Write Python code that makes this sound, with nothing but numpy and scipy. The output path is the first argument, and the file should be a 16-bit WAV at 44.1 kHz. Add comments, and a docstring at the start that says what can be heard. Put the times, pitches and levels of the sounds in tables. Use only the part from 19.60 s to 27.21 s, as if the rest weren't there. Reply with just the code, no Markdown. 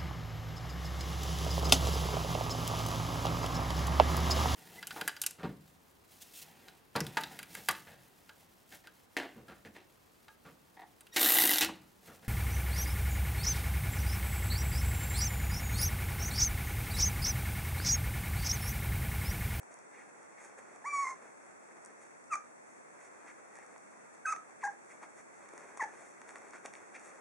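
"""Five short puppy yelps, snuffles, claw taps and rustling newspaper in a wire pen indoors, over a wide hiss.
Yelps are harmonics that break into hoarse breath; snuffles are air through a nose resonance; taps ring
floor and claw modes; the paper is clumped grains over sliding noise; the room is dying noise.
The small stereo recorder dips the 3-5 kHz range with three notches and cuts the top."""
import sys
import numpy as np
from scipy import signal
from scipy.fft import rfft, irfft
from scipy.io import wavfile
from scipy.ndimage import uniform_filter1d

SR = 44100
rng = np.random.default_rng(int(sys.argv[2]) if len(sys.argv) > 2 else 0)


def unload_audio(sound):
    """Save the sound as a 16-bit wav file, at the path given as the first command line argument."""
    columns = np.transpose(np.atleast_2d(sound))
    # keep every value between -1 and 1, then stretch to whole-number steps
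    steps = np.round(np.clip(columns, -1, 1) * 32767)
    wavfile.write(sys.argv[1], SR, steps.astype(np.int16))


def makeup_ratio(level_db):
    """Linear amplitude ratio for a level in decibels (20 dB per factor of ten)."""
    decades = np.asarray(level_db, float) / 20
    return 10 ** decades


N = 335452

# how busily the bodies shift on the paper: (time [s], dull rustle level [dB])
BUSTLE = [(0, -60.5), (.15, -64), (.9, -64), (1.6, -61.5), (2.0, -64.5), (2.4, -64.5), (2.7, -66),
          (3.7, -63), (4.05, -62), (4.6, -65.5), (5.0, -61.5), (5.65, -66.5), (6.0, -60), (6.35, -61.5),
          (6.78, -59.5), (7.1, -61.5), (7.35, -62.5), (7.6, -57)]


def rms_one(x):
    """Scale to rms 1."""
    return x / np.sqrt(np.mean(x ** 2) + 1e-20)


def in_time(rows):
    """Columns of a (time [s], ...) table as sample-rate curves."""
    time_s, *columns = np.transpose(rows)
    return [np.interp(np.arange(N) / SR, time_s, column) for column in columns]


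def at_hz(points, hz):
    """Read a (frequency [Hz], value) table on a log-frequency axis."""
    points = np.array(points)
    return np.interp(np.log(np.maximum(hz, 1)), np.log(points[:, 0]), points[:, 1])


def coloured(x, spectrum):
    """Give noise a spectrum; rms 1."""
    gain = makeup_ratio(at_hz(spectrum, np.fft.rfftfreq(N, 1 / SR)))
    return rms_one(irfft(rfft(x) * gain, N))


def drift(rate_hz):
    """Slow random curve of rms 1: noise through two equal one-pole low-passes."""
    r = np.exp(-2 * np.pi * rate_hz / SR)
    noise = rng.standard_normal(N + SR)
    return rms_one(signal.lfilter([1], [1, -2 * r, r * r], noise)[SR:])


def ring(clicks, hz, t60_s):
    """Two-pole resonator: a unit click starts a decaying sine of initial height 1."""
    r, w = makeup_ratio(-60 / (t60_s * SR)), 2 * np.pi * hz / SR
    return signal.lfilter([0, np.sin(w)], [1, -2 * r * np.cos(w), r * r], clicks + 1e-18)


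def yelps():
    """Harmonics on a wavering pitch; hoarseness trades the upper ones for breath pulsing with each cycle."""
    # one track a yelp: (time [s], pitch [Hz], fundamental level [dB], second harmonic level [dB])
    tracks = [
        [(1.24, 872, -64, -60), (1.247, 849, -46, -53), (1.262, 1115, -41, -46), (1.282, 1164, -37, -46.5),
         (1.312, 1170, -58, -39.5), (1.335, 1137, -34, -44.5), (1.372, 1125, -33, -41),
         (1.386, 1107, -34.5, -43.5), (1.415, 1137, -35, -44), (1.43, 1101, -33.5, -47.5),
         (1.44, 1060, -38.5, -49), (1.475, 1029, -42.5, -40.5), (1.495, 1033, -42.5, -47.5),
         (1.51, 1094, -40.5, -48), (1.522, 1013, -46, -55), (1.545, 1052, -56, -66)],
        [(2.7, 1301, -60, -76), (2.709, 1350, -49, -53), (2.713, 1297, -45, -54), (2.722, 1230, -37, -46),
         (2.736, 1145, -35, -40), (2.742, 1152, -36, -40.5), (2.749, 1224, -42.5, -52), (2.756, 1243, -32, -53),
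         (2.762, 1200, -47, -56)],
        [(4.65, 1526, -57, -90), (4.657, 1571, -31, -88), (4.663, 1510, -37, -80), (4.667, 1273, -39, -41.5),
         (4.686, 1265, -34, -40), (4.7, 1293, -35, -44), (4.713, 1348, -40.5, -55), (4.726, 1270, -30, -54),
         (4.732, 1188, -41, -46), (4.738, 946, -43.5, -60)],
        [(5.028, 1101, -62, -73), (5.032, 1081, -43, -59), (5.041, 810, -39, -37.5),
         (5.052, 803.5, -36.5, -40.5), (5.063, 818, -36.5, -44.5), (5.07, 863, -43, -43),
         (5.076, 1027, -40, -54), (5.08, 1006, -58, -62)],
        [(6.193, 1134, -73, -70), (6.197, 1117, -37, -66), (6.21, 960, -41.5, -38.5), (6.222, 834, -39, -38.5),
         (6.233, 915, -39, -51), (6.244, 846, -38, -55), (6.25, 852, -54, -62)],
    ]
    # voice of each yelp: (break time [s], hoarseness before [0-1], hoarseness after [0-1], left-right [dB])
    voices = [(1.435, .06, .36, -1), (2.718, .08, .4, 0), (4.71, .08, .3, -.5), (5.03, .85, .85, 1.5),
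              (6.215, .65, .9, .5)]
    # upper harmonics and breath: (frequency [Hz], level [dB])
    throat = [(3000, -15), (3600, -6), (4600, 3.5), (5600, 4), (6500, 8), (7500, 0.5), (9000, -2),
              (11000, -7), (14000, -44)]
    # each yelp, relative to its two low harmonics: (treble level [dB], rasp level [dB])
    overtones = [(-15.5, -23), (-15.5, -18), (-13, -19), (-16.5, -19.5), (-19.5, -10.5)]
    # rasp spectrum: (frequency [Hz], density [dB per Hz])
    rasp_colour = [(300, -35), (800, 3), (1400, -7), (2000, 5), (3000, -11.5), (6000, -24.5)]
    break_length_s, onset_s = 0.031, 0.01
    hoarse_treble_db, hoarse_rasp_db = 8, 8.5  # gain per unit of added hoarseness

    pitch_hz, first_db, second_db = in_time(sum(tracks, []))
    t = np.arange(N) / SR
    starts_s = np.array([track[0][0] for track in tracks])
    which = np.maximum(np.searchsorted(starts_s, t, side="right") - 1, 0)
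    voiced = sum((t >= track[0][0]) & (t <= track[-1][0]) for track in tracks)
    voiced = uniform_filter1d(voiced.astype(float), size=90)

    break_s, clear, broken, pan_db = np.transpose(voices)[:, which]
    hoarse = clear + (broken - clear) * np.clip((t - break_s) / break_length_s + .5, 0, 1)
    added = hoarse - clear

    effort = np.hypot(makeup_ratio(first_db), makeup_ratio(second_db))
    treble_db, rasp_db = np.transpose(overtones)[:, which]
    opened = np.clip((t - starts_s[which]) / onset_s, 0, 1) ** 2
    treble = effort * makeup_ratio(treble_db + hoarse_treble_db * added) * opened
    rasp = effort * makeup_ratio(rasp_db + hoarse_rasp_db * added) * opened

    jitter = np.sqrt(hoarse) * .006 * drift(150) + (.004 + .05 * added) * drift(30)
    phase = 2 * np.pi * np.cumsum(pitch_hz * (1 + jitter)) / SR
    shimmer = makeup_ratio(1.8 * hoarse * drift(150))
    flutter = makeup_ratio(16 * added * np.clip([drift(110), drift(110)], -3, .8))
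    low = makeup_ratio(first_db) * flutter[0] * np.sin(phase)
    low += makeup_ratio(second_db) * flutter[1] * np.sin(2 * phase + 1)

    upper, power = 0, 0
    for order in range(3, 16):
        harmonic_hz = order * pitch_hz
        weight = makeup_ratio(at_hz(throat, harmonic_hz)) * (harmonic_hz < 15000)
        upper = upper + weight * np.sin(order * phase + (order - 3) ** 2)
        power = power + weight ** 2 / 2
    upper /= np.sqrt(power)

    breath = coloured(rng.standard_normal(N), [(1500, -35)] + throat) * (1 + .5 * np.sin(phase))
    voice = np.sqrt(2) * low + treble * (np.sqrt(1 - hoarse) * upper + np.sqrt(hoarse) * breath)
    voice += rasp * coloured(rng.standard_normal(N), rasp_colour)  # turbulence between the low harmonics
    pan = makeup_ratio(np.outer([.5, -.5], np.ones(N)) * pan_db)
    return voiced * shimmer * voice * pan


def snuffles():
    """Puffs of fluttering air, each through one nose resonance."""
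    # (start [s], nominal length [s], level [dB], nose resonance [Hz], width [Hz])
    puffs = [(0.305, 0.1, -59.5, 2070, 696), (0.752, 0.06, -61.5, 2240, 700),
             (3.659, 0.043, -55.5, 1900, 880), (3.93, 0.08, -61.5, 1910, 686),
             (5.005, 0.025, -54.5, 2264, 714), (5.297, 0.023, -57.5, 2170, 596),
             (5.423, 0.027, -56, 1260, 1390), (6.919, 0.047, -53.5, 1480, 1170),
             (7.337, 0.029, -48, 2400, 806)]
    out, t = np.zeros(N), np.arange(N) / SR
    air = rng.standard_normal(N) * makeup_ratio(1.7 * drift(60))
    for start_s, length_s, level_db, nose_hz, width_hz in puffs:
        span = slice(int(start_s * SR), int((start_s + 3.4 * length_s) * SR))
        share = (t[span] - start_s) / length_s
        edges_hz = [nose_hz - width_hz / 2, nose_hz + width_hz / 2]
        band = signal.butter(1, edges_hz, "band", fs=SR, output="sos")
        shape = np.clip(share / 0.41, 0, 1) * np.clip((1.6 - share) / 0.61, 0, 1)
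        out[span] += makeup_ratio(level_db) * shape * rms_one(signal.sosfilt(band, air[span]))
    return out


def taps():
    """Each tap strikes the floor's and the claw's modes, most strongly those near its own colour."""
    # claws and paws: (time [s], knock level [dB], tick level [dB], knock colour [Hz], tick colour [Hz])
    marked = [(0.031, -49.5, -46.5, 780, 6500), (0.141, -55, -39, 690, 9100),
              (0.189, -63, -46.5, 820, 6070), (0.816, -46, -57, 770, 7880), (0.848, -61, -46, 1770, 5940),
              (0.896, -45, -58, 636, 8050), (1.16, -48.5, -47, 820, 7190), (1.865, -55, -52, 820, 8310),
              (2.249, -59, -38, 1420, 8530), (2.26, -76, -39.5, 442, 8700), (3.955, -56, -44.5, 1850, 6880),
              (3.987, -44.5, -47, 820, 8310), (4.161, -45.5, -61, 1000, 8770),
              (4.762, -42, -45, 1410, 6720), (5.429, -49, -49, 1450, 6790), (5.858, -50, -58, 1190, 6550),
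              (5.889, -53, -45, 1920, 7580), (5.936, -43.5, -47, 430, 8570), (5.978, -44, -39, 1284, 6630),
              (6.173, -38.5, -38, 906, 6140), (6.225, -39, -39, 420, 5806), (6.616, -44, -44, 1670, 7190),
              (6.691, -41.5, -43, 1700, 8440), (6.706, -49, -45, 1210, 7800), (6.757, -38, -45, 1490, 7280),
              (6.818, -50, -54, 1160, 6460), (6.908, -61, -44.5, 470, 6680),
              (6.934, -44.5, -55, 1160, 7490), (7.052, -36, -56, 630, 5560),
              (7.059, -38.5, -32.5, 2800, 6200), (7.137, -43.5, -40, 2020, 5700),
              (7.152, -42.5, -48, 2440, 5860)]
    # floor modes: (frequency [Hz], level [dB], t60 [s])
    floor_modes = [(420, 8.5, 0.0088), (810, 3.5, 0.012), (1050, 4, 0.0087), (1460, -2, 0.011),
                   (1900, -1, 0.014), (2290, -3, 0.019), (2800, 6, 0.0076), (3620, 11.5, 0.0034),
                   (4540, 5, 0.011)]
    # claw modes: (frequency [Hz], level [dB], t60 [s])
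    claw_modes = [(4650, -4, 0.0051), (5620, -2.5, 0.0052), (6760, -5.5, 0.0053), (8200, -5.5, 0.0063),
                  (9700, -3, .005), (13200, -7, .004)]

    rows = np.vstack([marked, light_taps()])
    time_s, knock_db, tick_db, knock_hz, tick_hz = rows.T
    at = np.minimum(np.round(time_s * SR).astype(int), N - 1)
    modes = [(mode, knock_db, knock_hz) for mode in floor_modes]
    modes += [(mode, tick_db, tick_hz) for mode in claw_modes]
    chance = rng.standard_normal((len(rows), len(modes)))
    out = np.zeros(N)
    for k, ((hz, mode_db, t60_s), blow_db, colour_hz) in enumerate(modes):
        clicks = np.zeros(N)
        away_db = -8.0 * np.abs(np.log2(hz / colour_hz))  # weaker per octave from the tap's colour
        clicks[at] = makeup_ratio(blow_db + mode_db + away_db + 0.69 * chance[:, k]) * (-1) ** k
        out += ring(clicks, hz, t60_s)
    return signal.sosfilt(signal.butter(2, 250, "high", fs=SR, output="sos"), out)


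def light_taps():
    """Random soft taps, more often when the pen is busy, as rows like those of the marked taps."""
    taps_per_s = 3.0  # at mean bustle
    knock_db, tick_db, spread_db = -63.5, -52.5, 4.5
    bustle_db, = in_time(BUSTLE)
    at = np.flatnonzero(rng.random(N) < taps_per_s * makeup_ratio(bustle_db - bustle_db.mean()) / SR)
    draw = rng.standard_normal((400, 4))[:len(at)]
    levels_db = [knock_db, tick_db] + spread_db * draw[:, :2]
    colour_hz = [950, 7000] * 2 ** (draw[:, 2:] * [.6, .15])
    return np.column_stack([at / SR, levels_db, colour_hz])


def rustle():
    """Clumped grains of crumpling paper over sliding noise: a steady bustle and single crinkles."""
    # paper crinkling under a paw: (peak time [s], swell [s], bright level [dB], dull level [dB])
    crinkles = [(0.03, 0.018, -75, -69), (0.13, 0.022, -65, -64), (0.38, .08, -81, -68),
                (0.842, 0.052, -58.5, -62), (0.988, 0.019, -62.5, -56), (2.25, .015, -77, -75),
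                (2.43, .05, -63, -64), (3.11, .06, -66, -75), (3.44, 0.047, -63, -66),
                (3.96, 0.023, -63, -67), (4.545, .02, -63.5, -76), (5.316, 0.038, -61.5, -74.5),
                (5.434, .014, -65, -47), (5.584, 0.036, -61.5, -58), (5.76, .03, -67, -76),
                (6.0, 0.03, -66, -65), (6.179, .008, -52, -66), (6.45, 0.13, -62.5, -79),
                (6.7, .03, -60, -62), (6.77, .015, -64, -55.5), (6.95, 0.018, -69, -55),
                (7.06, .015, -53.5, -48.5), (7.155, 0.032, -63.5, -63.5), (7.35, 0.034, -74, -62),
                (7.46, .07, -59, -65)]
    # dull rustle spectrum: (frequency [Hz], density [dB per Hz])
    dull_colour = [(100, -18), (400, 4.5), (1000, -0.5), (2500, -7.5), (5000, -21.5), (16000, -31.5)]
    # bright rustle spectrum: (frequency [Hz], density [dB per Hz])
    bright_colour = [(100, -64), (2000, -5), (3500, -4.5), (4700, -8.5), (6500, -1), (9000, -4),
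                     (16000, -6.5)]

    bustle_db, = in_time(BUSTLE)
    t = np.arange(N) / SR
    dull = makeup_ratio(bustle_db + 2 * drift(4.7))
    bright = dull * makeup_ratio(-13)
    for peak_s, swell_s, bright_db, dull_db in crinkles:
        width_s = swell_s * np.where(t < peak_s, 0.86, 0.82)  # rise, fall
        swell = np.exp(-((t - peak_s) / width_s) ** 2)
        dull = np.hypot(dull, makeup_ratio(dull_db) * swell)
        bright = np.hypot(bright, makeup_ratio(bright_db) * swell)

    grains_per_s = 2500 * makeup_ratio(5.0 * drift(25))  # the drift clumps them
    born = rng.random(N) < grains_per_s / SR
    height = makeup_ratio(3.5 * np.minimum(rng.exponential(1, N), 4))
    grains = born * height * rng.choice([-1, 1], N)
    rub = rms_one(grains) + 0.95 * rng.standard_normal(N)
    return dull * coloured(rub, dull_colour) + bright * coloured(rub, bright_colour)


def room(x, shared=0.44):
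    """Dying noise in octave bands as the room's answer, partly common to both sides."""
    # (frequency [Hz], t60 [s])
    decay = [(300, 0.23), (1300, 0.22), (3500, 0.19), (9000, 0.16)]
    t = np.arange(SR // 2) / SR
    common, *own = rng.standard_normal((3, len(t)))
    white, answer = shared * common + np.array(own) * (1 - shared), 0
    for low_hz in 125 * 2. ** np.arange(7):
        band = signal.butter(2, [low_hz, 2 * low_hz], "band", fs=SR, output="sos")
        dying = makeup_ratio(-60 * t / at_hz(decay, 1.4 * low_hz))
        answer = answer + signal.sosfilt(band, white) * dying
    answer *= np.clip((t - .003) / 0.023, 0, 1)  # echoes start after 3 ms and build up over 23 ms
    answer /= np.sqrt(np.mean(np.sum(answer ** 2, axis=1)))
    return signal.fftconvolve(x[None], answer, axes=1)[:, :N]


def hiss():
    """Wide noise, its channels partly opposed and least so at the top, with two thin electronic tones."""
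    # noise spectrum: (frequency [Hz], density [dB per Hz])
    colour = [(30, -25.5), (220, 2), (600, 1.5), (1200, -4), (2000, -9), (4000, -17), (6000, -17),
              (8000, -17), (16000, -20)]
    # left-right correlation: (frequency [Hz], correlation [-1 to 1])
    likeness = [(60, -0.43), (170, -0.6), (480, -0.64), (1360, -0.62), (3850, -0.52), (10900, -0.12)]
    # steady tones: (frequency [Hz], rms level [dB])
    whine = [(7800, -79.5), (7826, -86.5)]
    hz, t = np.fft.rfftfreq(N, 1 / SR), np.arange(N) / SR
    mid, side = rfft(rng.standard_normal((2, N)))
    alike = np.clip(at_hz(likeness, hz), -1, 1)
    pair = np.sqrt(1 + alike) * mid + np.sqrt(1 - alike) * side * [[1], [-1]]
    noise = makeup_ratio(-54.5) * rms_one(irfft(pair * makeup_ratio(at_hz(colour, hz)), N))
    tones = sum(np.sqrt(2) * makeup_ratio(level_db) * np.sin(2 * np.pi * tone_hz * t) for tone_hz, level_db in whine)
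    return noise + tones


def scene():
    """The pen in its room, over the hiss."""
    pen = yelps() + snuffles() + taps() + rustle()
    return pen + makeup_ratio(-9) * room(pen.mean(axis=0)) + hiss()


def roll_off(x):
    """The treble ends steeply here."""
    return signal.sosfilt(signal.butter(12, 11490, fs=SR, output="sos"), x)


def record(dry):
    """The recorder's frequency response as a minimum-phase filter."""
    # broad response: (frequency [Hz], level [dB])
    response_db = [(30, -17.5), (100, -5.5), (250, -3), (2100, 2.5), (2600, -4.5), (2900, -15.5),
                   (3400, -11.5), (4500, -10), (5300, -6), (6000, 0), (9000, 0), (11000, -10.5),
                   (11800, -18.5), (12800, -41.5), (13300, -38), (20000, -49)]
    # notches: (centre [Hz], half width at 1/e of the dB depth [Hz], depth [dB])
    notches = [(3013, 72, -31), (4005, 122, -18), (5008, 137, -19.5)]
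    size = 8192
    hz = np.fft.rfftfreq(size, 1 / SR)
    level_db = at_hz(response_db, hz)
    for notch_hz, width_hz, depth_db in notches:
        level_db = level_db + depth_db * np.exp(-((hz - notch_hz) / width_hz) ** 2)
    cepstrum = irfft(np.log(makeup_ratio(level_db)), size)
    cepstrum[1:size // 2] *= 2  # folding the cepstrum makes the filter causal
    cepstrum[size // 2 + 1:] = 0
    impulse = irfft(np.exp(rfft(cepstrum)), size)
    mix = signal.fftconvolve(dry, impulse[None], axes=1)[:, :N]
    return roll_off(mix)


dry = scene()
out = record(dry)
unload_audio(out)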